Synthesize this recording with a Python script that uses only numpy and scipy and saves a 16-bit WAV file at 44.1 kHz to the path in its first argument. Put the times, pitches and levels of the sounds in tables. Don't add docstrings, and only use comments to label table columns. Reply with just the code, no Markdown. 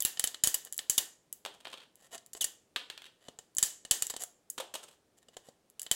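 import sys
import numpy as np
from scipy import signal
from scipy.fft import rfft, irfft
from scipy.io import wavfile
from scipy.ndimage import uniform_filter1d

SR = 44100
rng = np.random.default_rng(int(sys.argv[2]) if len(sys.argv) > 2 else 0)


def waveform_to_disk(signal):
    frames = np.transpose(np.atleast_2d(signal))
    scaled = np.clip(frames, -1, 1) * 32767
    samples = np.round(scaled).astype(np.int16)
    wavfile.write(sys.argv[1], SR, samples)


N = 262395
EVENT_SAMPLES = 4096
BIN_HZ = np.fft.rfftfreq(EVENT_SAMPLES, 1 / SR)
EVENT_TIME_S = np.arange(EVENT_SAMPLES) / SR

# (time [s], level [dB], crumbling time [s], weight [dB], fizz [dB])
CRACKS = [(.004, -20.5, 0.0025, -7, -2), (.023, -17.5, 0.00024, 1.5, 14), (0.05, -7, 0.00073, 3, 5),
          (0.1953, -15.5, 0.0014, 1.5, -5), (.24, -12.5, 0.0019, 7, 5.5), (.273, -21.5, 0.0027, 1.5, -10.5),
          (0.4368, -3, 0.0012, -2, 0.5), (.473, -9, 0.00079, -4, 0.5), (0.543, -14, 0.0022, 1.5, 1.5),
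          (.7254, -27.5, 0.00072, -6.5, 0), (0.7792, -23.5, 0.0004, -15, 7.5), (.79, -24, 0.0026, 15, -4.5),
          (.8976, -6.5, 0.001, -8, -1.5), (0.9789, -7, 0.0042, 2, 1.5), (1.3272, -28, 0.00076, -6.5, 8),
          (2.3326, -33.5, 0.0035, -5, -1.5), (2.4099, -17.5, 0.012, -1.5, -1),
          (2.4423, -16, 0.0033, -1, -2), (3.5687, -21.5, .0006, -17.5, -17),
          (3.5835, -14.5, 0.0013, -1, -2), (3.6275, -3.5, 0.00057, -5, -4.5),
          (3.9106, -4, 0.0019, -2.5, -5), (4.0224, -15, 0.0021, -1.5, -4.5), (4.0684, -26, 0.00025, 0, 1),
          (4.099, -24, 0.0072, 7.5, -3), (4.5, -26, 0.0025, -16.5, 4.5), (5.7949, -30, 0.0017, 2, -0.5),
          (5.9133, -9.5, 0.0016, 4.5, 2.5)]
# (time [s], level [dB], weight [dB], knock [dB])
JAW_KNOCKS = [(0.1724, -34.5, 16, 3), (0.3442, -30.5, 14, -3), (2.1789, -40, 6, -13),
              (2.3497, -37.5, 9, 14.5), (3.284, -35, 13.5, 19.5), (3.388, -35.5, 3, 11),
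              (3.8502, -34, 7.5, 7.5), (4.1382, -34, 14, 9), (4.1641, -29, 6, 6), (5.2846, -46.5, 10, 13),
              (5.3675, -34.5, 6.5, 14.5), (5.4863, -41.5, 4.5, 24), (5.864, -34.5, 16, 1.5)]
# (time [s], level [dB])
SPLINTERS = [(0.5503, -25.5), (0.6497, -35.5), (.732, -36.5), (0.744, -39.5), (.766, -43), (1.956, -49),
             (2.2625, -45), (3.55, -45.5), (4.2366, -31), (5.7, -50.5), (5.8173, -29), (5.8305, -34)]
# (frequency [Hz], width [Hz], level [dB])
PART_MODES = [(455, 45, -6.5), (725.5, 40, -5.5), (1055, 50, -13.5), (1837, 160, -3), (2967, 69, 5.5),
              (3820, 60, -2), (4770, 82, 2), (7250, 440, 6), (7990, 80, 12), (10625, 1400, 4.5)]
# (frequency [Hz], level [dB])
FRACTURE_SPECTRUM = [(30, -38.5), (220, -17.5), (600, -12.5), (2300, -27.5), (3200, -3.5), (5400, -7),
                     (7300, 7.5), (9200, -7.5), (15500, -8.5)]
# (time [s], length [s], initial slip rate [Hz], settled slip rate [Hz], level [dB])
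SQUEAKS = [(0.014, .035, 3850, 2946, -41.5), (2.132, 0.039, 725, 673, -47.5),
           (2.4073, 0.027, 4027, 2863, -27.5)]
# (time [s], length [s], level [dB], weight [dB])
SCRAPES = [(.652, 0.024, -50, 1.5), (1.942, 0.13, -61, 1.5), (2.107, .05, -43.5, 2),
           (2.35, 0.027, -49.5, -4), (3.178, 0.11, -62.5, 7), (4.188, .05, -36.5, -7),
           (5.168, 0.02, -62.5, -4), (5.214, 0.017, -64, 5), (5.317, 0.03, -63, 7),
           (5.425, 0.067, -61.5, 1.5)]
# (frequency [Hz], gain [dB])
RUB_SPECTRUM = [(100, 0), (700, 13), (1300, 9.5), (7000, -4), (15000, -8)]
# (time [s], landing [dB], first bounce [dB], fade per doubling of bounce count [dB],
# first flight [s], rebound [ratio], slap delay [s], slap [dB], contact [s], knock [dB], brightness [dB])
FALLS = [(1.4505, -29, -50, 0, .09, .7, 0.01, 0, 0.0021, -3.5, -2.5),
         (1.653, -33, -35, 8, .0765, 0.59, .017, -0.5, 0.0026, -5, -10.5),
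         (2.7605, -20, -31, 6, .1395, 0.55, .004, -7.5, 0.0016, -13, -8.5),
         (4.579, -27, -28.5, 13.5, .16, .565, .021, 2, 0.0063, 0.5, 2)]
# (frequency [Hz], level [dB])
CLACK_SPECTRUM = [(40, -13), (150, -9.5), (450, 5.5), (1000, 1.5), (2200, -3), (3200, 6), (5500, -7),
                  (8000, -2.5), (16000, -20)]
# (frequency [Hz], t60 [s], level [dB])
ROOM_BANDS = [(49.7, 0.18, -8), (302, 0.41, 1), (4193, 0.3, 2), (6940, 0.37, -1), (10300, 0.28, -2),
              (17300, 0.17, 5.5)]
# (delay [s], gain [dB])
ECHOES = [(.0076, -15.5), (.0085, -27.5), (0.0115, -35)]
# (frequency [Hz], noise density [dB])
FLOOR_SPECTRUM = [(25, -16.5), (190, -6), (520, -7), (1000, -17.5), (1800, -21.5), (9000, -26),
                  (16000, -35.5)]


def amp(db):
    return 10 ** (np.asarray(db) / 20)


def unit_energy(x):
    return x / np.sqrt(np.sum(x ** 2) + 1e-20)


def curve(points, hz=BIN_HZ):
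    point_hz, value = np.transpose(points)
    return np.interp(np.log(hz + 1), np.log(point_hz + 1), value)


def add(mix, time_s, sound):
    span = mix[max(round(time_s * SR), 0):][:len(sound)]
    span += sound[:len(span)]


def causal(gain):
    log_gain = np.log(np.r_[gain, gain[-2:0:-1]] + 1e-5)
    return np.exp(np.conj(signal.hilbert(log_gain)))[:len(gain)]


def burst(length_s, grain_db, rise_s=0.0003, smooth_bins=45):
    impacts = amp(grain_db * rng.standard_normal(EVENT_SAMPLES)) * rng.standard_normal(EVENT_SAMPLES)
    attack = 1 - np.exp(-EVENT_TIME_S / rise_s)
    decay = np.exp(-(EVENT_TIME_S / length_s) ** 2 / 2)
    spectrum = rfft(impacts * attack * decay)
    colour = np.sqrt(uniform_filter1d(abs(spectrum) ** 2, smooth_bins) + 1e-12)
    return spectrum / causal(colour)


def ripple_db(depth_db, width_bins):
    return depth_db * uniform_filter1d(rng.standard_normal(len(BIN_HZ)), width_bins) * np.sqrt(width_bins)


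def part_gain(grip_detune):
    power = amp(curve(FRACTURE_SPECTRUM)) ** 2
    for hz, width_hz, db in PART_MODES:
        centre_hz = hz * (1 + grip_detune * rng.standard_normal())
        offset = (BIN_HZ - centre_hz) / (width_hz / 2)
        power += amp(db) ** 2 / (1 + offset ** 2)
    return np.sqrt(power)


def tone(knock_db, weight_db, fizz_db):
    return amp(curve([(700, weight_db + knock_db), (1800, weight_db), (4000, weight_db),
                      (6500, 0.0043), (8500, 0.0049), (11500, fizz_db)]))


def blows(jaw_contact_s=0.0026, splinter_s=0.00066):
    for time_s, db, crumble_s, weight_db, fizz_db in CRACKS:
        knock_db = -3 + 1.5 * np.log2(crumble_s / 0.002)
        yield time_s, db, crumble_s, tone(knock_db, weight_db, fizz_db)
    for time_s, db, weight_db, knock_db in JAW_KNOCKS:
        yield time_s, db, jaw_contact_s, tone(knock_db, weight_db, fizz_db=-9.5)
    for time_s, db in SPLINTERS:
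        yield time_s, db, splinter_s, tone(knock_db=0, weight_db=-1, fizz_db=5.5)


def snaps(gain_db=17, diffuse_contrast=0.68, dry_tick_s=0.00032):
    direct, diffuse = np.zeros(N), np.zeros(N)
    for time_s, db, length_s, colour in blows():
        level = amp(db + gain_db)
        body = part_gain(grip_detune=0.023) * colour
        ring = causal(body * amp(ripple_db(3, width_bins=60)))
        snap = irfft(burst(length_s, grain_db=4) * ring)
        add(direct, time_s, level * unit_energy(snap))
        send_trim = np.sqrt(1 - np.exp(-length_s / dry_tick_s))
        even_ring = irfft(causal(body ** diffuse_contrast))
        add(diffuse, time_s, level * send_trim * unit_energy(even_ring))
    return direct, diffuse


def squeaks(attack_s=0.0032, fade_db=-10, settle_share=0.27, jitter=0.014, overtone_db=-8):
    out, t = np.zeros(N), EVENT_TIME_S
    for time_s, length_s, initial_hz, settled_hz, db in SQUEAKS:
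        slip_hz = settled_hz + (initial_hz - settled_hz) * np.exp(-t / (settle_share * length_s))
        envelope = np.minimum(t / attack_s, 1) * amp(db + fade_db * t / length_s) * (t < length_s)
        waver = unit_energy(uniform_filter1d(rng.standard_normal(len(t)), size=30)) * np.sqrt(len(t))
        phase = 2 * np.pi * np.cumsum(slip_hz * (1 + jitter * waver)) / SR
        add(out, time_s, envelope * (np.sin(phase) + amp(overtone_db) * np.sin(2 * phase)))
    return out


def scrapes(gain_db=-1, slips_per_s=1400, grain_db=4, rise_share=0.81, release_s=0.004):
    out, t = np.zeros(N), np.arange(SR) / SR
    for time_s, length_s, db, weight_db in SCRAPES:
        pressure = np.minimum(t / (rise_share * length_s), 1)
        pressure *= np.exp(-np.maximum(t - length_s, 0) / release_s)
        slipping = rng.random(SR) < slips_per_s / SR
        slips = slipping * amp(grain_db * rng.standard_normal(SR)) * rng.choice([-1, 1], SR)
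        ring = causal(part_gain(grip_detune=0) * amp(curve(RUB_SPECTRUM)) * tone(0, weight_db, 0))
        grit = signal.oaconvolve(slips, irfft(ring))[:SR]
        add(out, time_s, amp(db + gain_db) * pressure * unit_energy(grit) * np.sqrt(SR))
    return out


def bounces(count=9, slap_knock_db=8):
    for (time_s, landing_db, bounce_db, fade_db, flight_s, rebound,
         slap_s, slap_db, contact_s, knock_db, bright_db) in FALLS:
        for k in range(count):
            speed = rebound ** k
            db = bounce_db - fade_db * np.log2(k) if k else landing_db
            treble_db = bright_db + 4 * (k > 0)
            low_db = knock_db + 0.5 * (k > 0)
            yield time_s, db, contact_s, low_db, treble_db
            slap_low_db = low_db + slap_knock_db * speed ** 2
            yield time_s + slap_s * speed, db + slap_db, contact_s, slap_low_db, treble_db
            time_s += flight_s * speed


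def scraps(gain_db=16, diffuse_contrast=0.96):
    direct, diffuse = np.zeros(N), np.zeros(N)
    for time_s, db, contact_s, knock_db, bright_db in bounces():
        level = amp(db + gain_db)
        shaping_db = curve([(120, -6), (700, knock_db), (1700, 0.5), (4200, 0.5), (6500, bright_db)])
        clack_db = curve(CLACK_SPECTRUM) + shaping_db
        ring = causal(amp(clack_db + ripple_db(2.5, width_bins=44)))
        clack = irfft(burst(contact_s, grain_db=5) * ring)
        add(direct, time_s, level * unit_energy(clack))
        even_ring = irfft(causal(amp(clack_db) ** diffuse_contrast))
        add(diffuse, time_s, level * unit_energy(even_ring))
    return direct, diffuse


def room_reverb(x, build_s=0.0026, tails=3):
    out, t = np.zeros(N), np.arange(SR) / SR
    band_hz, t60_s, db = np.transpose(ROOM_BANDS)
    for k in range(tails):
        hz, age_s, noise = signal.stft(rng.standard_normal(SR), SR, nperseg=256)
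        start_db = curve(np.c_[band_hz, db], hz)[:, None]
        decay_db = 60 * age_s / curve(np.c_[band_hz, t60_s], hz)[:, None]
        tail = signal.istft(noise * amp(start_db - decay_db), SR, nperseg=256)[1][:SR]
        tail *= 1 - np.exp(-(t / build_s) ** 2)
        crossfade = np.cos(2 * np.pi * np.arange(N) / SR + np.pi * k / tails) * np.sqrt(2 / tails)
        out += signal.fftconvolve(x * crossfade, unit_energy(tail))[:N]
    return out


def room_floor(rms_db=-72.5):
    colour = amp(curve(FLOOR_SPECTRUM, np.fft.rfftfreq(N, 1 / SR)))
    noise = irfft(rfft(rng.standard_normal(N)) * colour, N)
    return amp(rms_db) * unit_energy(noise) * np.sqrt(N)


def scene(hand_wet_db=-12, table_wet_db=-6):
    snapping, snaps_diffuse = snaps()
    rattle, rattle_diffuse = scraps()
    rubbing = scrapes() + squeaks()
    direct = snapping + rubbing + rattle
    room_send = amp(hand_wet_db) * (snaps_diffuse + rubbing) + amp(table_wet_db) * rattle_diffuse
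    out = direct + room_reverb(room_send)
    for delay_s, db in ECHOES:
        add(out, delay_s, amp(db) * direct)
    return (out + room_floor())[None]


def record(dry, saturation_db=-14, bias=0.095, coupling_hz=18, cutoff_hz=16100):
    drive = signal.resample_poly(dry[0], 2, 1) / amp(saturation_db)
    saturated = np.tanh(drive + bias) - np.tanh(bias)
    amplified = signal.resample_poly(saturated, 1, 2) * amp(saturation_db)
    coupled = signal.lfilter(*signal.butter(1, coupling_hz, "highpass", fs=SR), amplified)
    lowpass = signal.firwin(255, cutoff_hz, window=("kaiser", 8), fs=SR)
    return signal.oaconvolve(coupled, lowpass, "same")[None]


dry = scene()
out = record(dry)
waveform_to_disk(out)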